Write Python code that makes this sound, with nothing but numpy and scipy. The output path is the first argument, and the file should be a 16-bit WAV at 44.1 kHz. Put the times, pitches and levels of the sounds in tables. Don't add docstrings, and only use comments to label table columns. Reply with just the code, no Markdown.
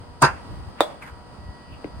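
import sys
import numpy as np
from scipy import signal
from scipy.fft import rfft, irfft, next_fast_len
from scipy.io import wavfile
from scipy.ndimage import map_coordinates

SR = 44100
rng = np.random.default_rng(int(sys.argv[2]) if len(sys.argv) > 2 else 0)


def wav_record(signal):
    frames = np.transpose(np.atleast_2d(signal))
    bounded = np.clip(frames, -1, 1)
    quanta = np.round(bounded * 32767).astype(np.int16)
    wavfile.write(sys.argv[1], SR, quanta)


N = 88200
TIME = np.arange(N) / SR
LAUNCH_S, HIT_S, NET_S, BOUNCE_S = .229, .8058, 1.024, 1.8438


def launch():
    # f/Hz, level/dB
    brush_spectrum = [(200, -10), (1000, 5.5), (2000, -17), (4000, -24), (9000, -15), (15000, -36)]
    # f/Hz, level/dB
    scuff_spectrum = [(500, -35), (3500, -24), (6500, 2.5), (9000, 4), (10500, -20), (13000, -20),
                      (15500, -7.5)]
    # f/Hz, level/dB, t60/s
    frame_modes = [(761, -11, .15), (851, -4, .15), (943, 0, .15), (1029, -1, .16), (1170, -5, .17),
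                   (1232, -8, .15), (1370, 0, .16), (1460, -8, .17), (1541, -2, .16), (1630, -7, .16),
                   (1798, -11, .16), (2662, -15, .17), (4883, -14, .11), (8380, -27, .09)]
    # f/Hz, level/dB
    housing_spectrum = [(30, -27), (70, -9), (200, -7), (320, 0), (440, -4.5), (600, -7), (900, -3.5),
                        (1500, -11), (4000, -55)]
    # f/Hz, level/dB
    clatter_spectrum = [(100, -19), (400, -10), (950, 0), (1550, -2.5), (2000, -8), (2700, -14),
                        (3600, -33), (8000, -52)]
    # f/Hz, level/dB
    rattle_spectrum = [(1500, -17), (3000, -2.5), (4000, 3), (4800, 11), (5600, -1), (6700, -0.5),
                       (7800, -12.5), (8800, 2.5), (10500, -17), (13000, -28), (15300, -23), (16500, -35)]
    brush = amp(-13) * noise(brush_spectrum) * envelope(.2205, rise=.0033, hold=.00088, t60=.034)
    scuff = amp(-19) * noise(scuff_spectrum) * envelope(.2228, rise=.00023, hold=.0028, t60=.0065)
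    kick = amp(-4.5) * pop(LAUNCH_S - .003, start_hz=1199, end_hz=903, fall_s=.0041, rise=.00054, t60=.054)
    frame = amp(-16) * ring(frame_modes, LAUNCH_S, rise=.0061, hold=.015, blur=.2, spread=.3)
    knock = amp(-17) * noise(housing_spectrum) * envelope(.2237, rise=.005, hold=.018, t60=.11)
    clatter = amp(-17.5) * noise(clatter_spectrum) * envelope(.225, rise=.0067, hold=.027, t60=.2)
    rattle = amp(-25.5) * noise(rattle_spectrum) * envelope(.2264, rise=.012, hold=.026, t60=.1)
    recoil_s, recoil_hz = .233, 140
    sway = np.sin(2 * np.pi * recoil_hz * (TIME - recoil_s))
    recoil = amp(-14.5) * sway * envelope(recoil_s, rise=.0071, hold=.01, t60=.09)
    clank = brush + scuff + kick + frame + clatter + rattle
    return pan(clank, left_db=-1.5) + pan(recoil + knock, left_db=1)


def bat_hit():
    # f/Hz, level/dB
    swish_spectrum = [(200, -12), (700, -1), (1400, 1), (3000, -9), (8000, -38)]
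    # f/Hz, level/dB
    snap_spectrum = [(400, -27), (1500, -8.5), (2300, 0.5), (4000, -1.5), (6000, -14.5), (10000, -5.5),
                     (13000, -31), (15500, -12)]
    # f/Hz, level/dB
    crack_spectrum = [(120, -29), (300, -9), (600, 8.5), (1300, -6), (2200, -9), (2900, -17), (3500, -1),
                      (4200, -9), (5600, -22.5), (9500, -23.5), (11500, -24), (13000, -48), (15000, -21),
                      (16500, -40)]
    # f/Hz, level/dB, t60/s
    bat_modes = [(317, -14, 0.054), (503.4, -20, 0.036), (589.2, -18, 0.1), (1285, -20, 0.056),
                 (1835, -32, 0.078), (3666, -15, 0.042), (4760, -30.5, 0.044), (8040, -27, 0.036)]
    # f/Hz, level/dB, t60/s
    cage_modes = [(611, -26, .22), (3390, -33, 0.14), (3450, -35, 0.07)]
    swish = amp(-39) * noise(swish_spectrum) * envelope(.8, rise=.041, hold=0, t60=.12)
    snap = amp(-17) * noise(snap_spectrum) * envelope(HIT_S + .00024, rise=.0002, hold=.00044, t60=.013)
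    ball = amp(1) * pop(HIT_S, start_hz=1800, end_hz=400, fall_s=.0013, rise=.0005, t60=.019)
    crack = amp(-20) * noise(crack_spectrum) * envelope(HIT_S + .0016, rise=.00046, hold=.0033, t60=.11)
    ping = ring(bat_modes, HIT_S + .001, rise=.0005, hold=0, blur=.2, spread=.3)
    cage = ring(cage_modes, HIT_S + .018, rise=.01, hold=.004, blur=.5, spread=.45)
    return swish + snap + ball + crack + ping + cage


def netting():
    # t/s, level/dB, rise/s, t60/s
    net_shakes = [(1.024, -39, 0.016, 0.23), (1.081, -44.5, 0.027, 0.16)]
    # f/Hz, level/dB
    net_spectrum = [(200, -32), (700, 3.5), (1400, 7.5), (2400, -1.5), (3300, -9.5), (6000, -18.5),
                    (10000, -16.5), (15000, -29)]
    # t/s, level/dB, rise/s, t60/s
    fence_chinks = [(1.745, -52, 0.13, 0.16)]
    # f/Hz, level/dB
    fence_spectrum = [(500, -26), (2200, -14), (2650, 0), (3300, -11), (4500, -40), (15000, -45)]
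    start_hz, slowing_s = 2380, .16
    hz = start_hz * np.exp(-np.clip(TIME - NET_S, 0, .1) / slowing_s)
    phase = 2 * np.pi * np.cumsum(hz) / SR + 1.3 * wobble(550)
    slide = np.sin(phase + .6 * np.array([wobble(300), wobble(300)]))
    zipping = amp(-42.5) * slide * envelope(NET_S, rise=.0089, hold=.018, t60=.56) * amp(3.6 * wobble(130))
    rustle = bursts(net_shakes) * noise(net_spectrum)
    chink = bursts(fence_chinks) * noise(fence_spectrum)
    return zipping + (rustle + chink) * amp(1.5 * wobble(230))


def bounce():
    # f/Hz, level/dB
    tick_spectrum = [(300, -12), (900, 2), (2300, 2), (3300, -13), (6000, -31), (14000, -44)]
    # f/Hz, level/dB
    thud_spectrum = [(100, -4), (300, 5.5), (550, -2.5), (900, -31), (2300, -20), (3500, -27), (12000, -61)]
    tick = amp(-36) * noise(tick_spectrum) * envelope(BOUNCE_S, rise=.00028, hold=.00085, t60=.01)
    knock = amp(-8.5) * pop(BOUNCE_S + .00077, start_hz=620, end_hz=268, fall_s=.003, rise=.0034, t60=.02)
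    thud = amp(-33.5) * noise(thud_spectrum) * envelope(BOUNCE_S, rise=.00042, hold=.002, t60=.21)
    return tick + knock + thud


def motor_whine():
    # f/Hz, level/dB
    hum_partials = [(479, -63), (598, -63), (720, -63), (958, -58), (1319, -66), (2998, -77)]
    # f/Hz, level/dB
    whistle_partials = [(4420, -6), (4780, 1), (4963, -8.5), (8963, -29)]
    # t/s, level/dB
    whistle_levels = [(0, -72.5), (.5, -73), (1.25, -71.5), (1.5, -66.5), (1.7, -65.5), (2, -66.5)]
    # t/s, level/dB
    sing_levels = [(0, -72), (.18, -71), (.4, -61), (.55, -61), (.7, -64), (1.15, -66), (1.35, -66),
                   (1.48, -57), (1.64, -58), (1.76, -64), (2, -63)]

    def tone(hz):
        phase = 2 * np.pi * hz * np.cumsum(1 + .00146 * wobble(9.4)) / SR
        return np.sqrt(2) * np.sin(phase + .15 * np.array([wobble(40.1), wobble(40.25)]))
    hum = sum(amp(db + 2 * wobble(6)) * tone(hz) for hz, db in hum_partials)
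    whistle = level(whistle_levels) * sum(amp(db) * tone(hz) for hz, db in whistle_partials)
    return hum + whistle + level(sing_levels) * tone(hz=1930.6)


def yard(x):
    # f/Hz, t60/s
    decay_times = [(150, 0.16), (600, 0.38), (2200, 0.37), (3700, 0.19), (6000, 0.37), (14000, 0.24)]
    hz, t, bands = signal.stft(rng.standard_normal((2, SR // 2)), SR, nperseg=256)
    tail = signal.istft(bands * amp(-60 * t / along(decay_times, hz)[:, None]), SR, nperseg=256)[1]
    return convolve(x, tail)


def wall_echo(x, delay_s=.0936):
    # f/Hz, level/dB
    wall_spectrum = [(150, -21), (650, 8), (1200, -12), (2200, 7), (3350, 5), (3750, -10), (8000, -9),
                     (15000, -5.5)]
    scatter = noise(wall_spectrum) * envelope(delay_s, rise=.015, hold=.0056, t60=.29)
    return convolve(x, scatter[:, :SR // 2])


def outdoors():
    # f/Hz, level/dB
    wash_spectrum = [(40, -4), (130, 0), (250, -1), (450, -7), (700, -6), (1000, -5), (1400, -11),
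                     (2200, -21.5), (3000, -20.5), (3800, -25), (4800, -17.5), (5600, -29), (7200, -35.5),
                     (8800, -26), (10200, -34.5), (12500, -59.5), (15500, -40)]
    # t/s, level/dB
    wash_levels = [(0, -48.5), (.19, -51), (.38, -47), (.76, -48), (1.2, -50), (1.6, -49.5), (2, -48)]
    # f/Hz, level/dB
    rumble_spectrum = [(15, -22), (35, -16.5), (60, 2), (110, -5.5), (180, -11.5), (350, -28), (900, -62.5)]
    # t/s, level/dB
    rumble_levels = [(0, -42.5), (.18, -48.5), (.3, -38), (.43, -49), (.52, -33.5), (.6, -35), (.65, -43.5),
                     (.695, -33), (.74, -61), (1.1, -47), (1.14, -41.5), (1.26, -49), (1.4, -42),
                     (1.5, -38), (1.55, -56), (1.66, -55.5), (1.725, -33.5), (1.82, -55.5), (2, -33.5)]
    waver = amp(.7 * wobble(12))
    wash = amp(3.5) * level(wash_levels) * noise(wash_spectrum) * waver
    return wash + level(rumble_levels) * noise(rumble_spectrum)


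def ring(modes, s, rise, hold, blur, spread):
    out, size, start = np.zeros((2, N)), SR // 2, max(int(s * SR) - SR // 20, 0)
    for hz, db, t60 in modes:
        phase = 2 * np.pi * (hz * TIME[:size] + rng.random()) + blur * wobble(94.5, size)
        apart = min(spread * np.sqrt(hz / 1000), 1) * rng.choice([-1, 1]) * np.array([[1], [-1]])
        decay = envelope(s - start / SR, rise, hold, t60, size)
        out[:, start:start + size] += amp(db) * decay * np.sin(phase + apart)
    return out


def pop(s, start_hz, end_hz, fall_s, rise, t60):
    t = np.clip(TIME - s, 0, .2)
    cycles = end_hz * t + (start_hz - end_hz) * fall_s * (1 - np.exp(-t / fall_s))
    pulse = np.sin(2 * np.pi * cycles) * (1 - np.exp(-t / rise)) * np.exp(-np.log(1000) * t / t60)
    return signal.sosfilt(signal.butter(2, end_hz / 2, "high", fs=SR, output="sos"), pulse)


def noise(spectrum):
    # f/Hz, correlation
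    coherence = [(50, 0.3), (250, 0.63), (1000, 0.16), (2500, 0.029), (5000, -0.6), (8000, 0.3),
                 (13000, 0.41)]

    def response(hz):
        angle = np.arccos(np.clip(along(coherence, hz), -1, 1)) / 2
        return amp(along(spectrum, hz)) * [np.cos(angle), np.sin(angle)]
    mid, side = filtered(rng.standard_normal((2, N)), response)
    stereo = np.array([mid + side, mid - side])
    return stereo / np.sqrt(np.mean(stereo ** 2) + 1e-20)


def envelope(s, rise, hold, t60, size=N):
    t = TIME[:size] - s
    fall = np.log(10) * np.maximum(-t, 0) / rise + np.log(1000) * np.maximum(t - hold, 0) / t60
    return np.exp(-np.minimum(fall, 20))


def bursts(rows):
    return sum(amp(db) * envelope(s, rise, 0, t60) for s, db, rise, t60 in rows)


def wobble(rate, size=N):
    coarse = TIME[:size:16]
    curve = map_coordinates(rng.standard_normal(1024), [coarse * rate], mode="mirror")
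    return np.interp(TIME[:size], coarse, curve)


def amp(db):
    return 10 ** (np.asarray(db) / 20)


def level(rows):
    return amp(np.interp(TIME, *np.transpose(rows)))


def along(points, hz):
    f, values = np.transpose(points)
    return np.interp(np.log(hz + 1), np.log(f + 1), values)


def filtered(x, response):
    size = next_fast_len(N + SR // 2)
    return irfft(rfft(x, size) * response(np.fft.rfftfreq(size, 1 / SR)), size)[..., :N]


def convolve(x, impulse):
    return signal.fftconvolve(x, impulse / np.linalg.norm(impulse[0]), axes=1)[:, :N]


def pan(x, left_db):
    return x * amp(np.array([[left_db], [-left_db]]) / 2)


def scene():
    machine, bat = launch(), bat_hit()
    reverberation = amp(-19.5) * yard(machine) + amp(-12) * yard(bat)
    echo = amp(-30.5) * wall_echo(bat + amp(-2.5) * machine)
    return machine + bat + reverberation + echo + netting() + bounce() + motor_whine() + outdoors()


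def record(dry):
    ceiling, top_hz = .95, 16000
    rounded = dry / (1 + np.abs(dry / ceiling) ** 6) ** (1 / 6)
    return filtered(rounded, lambda hz: 1 / (1 + (hz / top_hz) ** 120))


dry = scene()
out = record(dry)
wav_record(out)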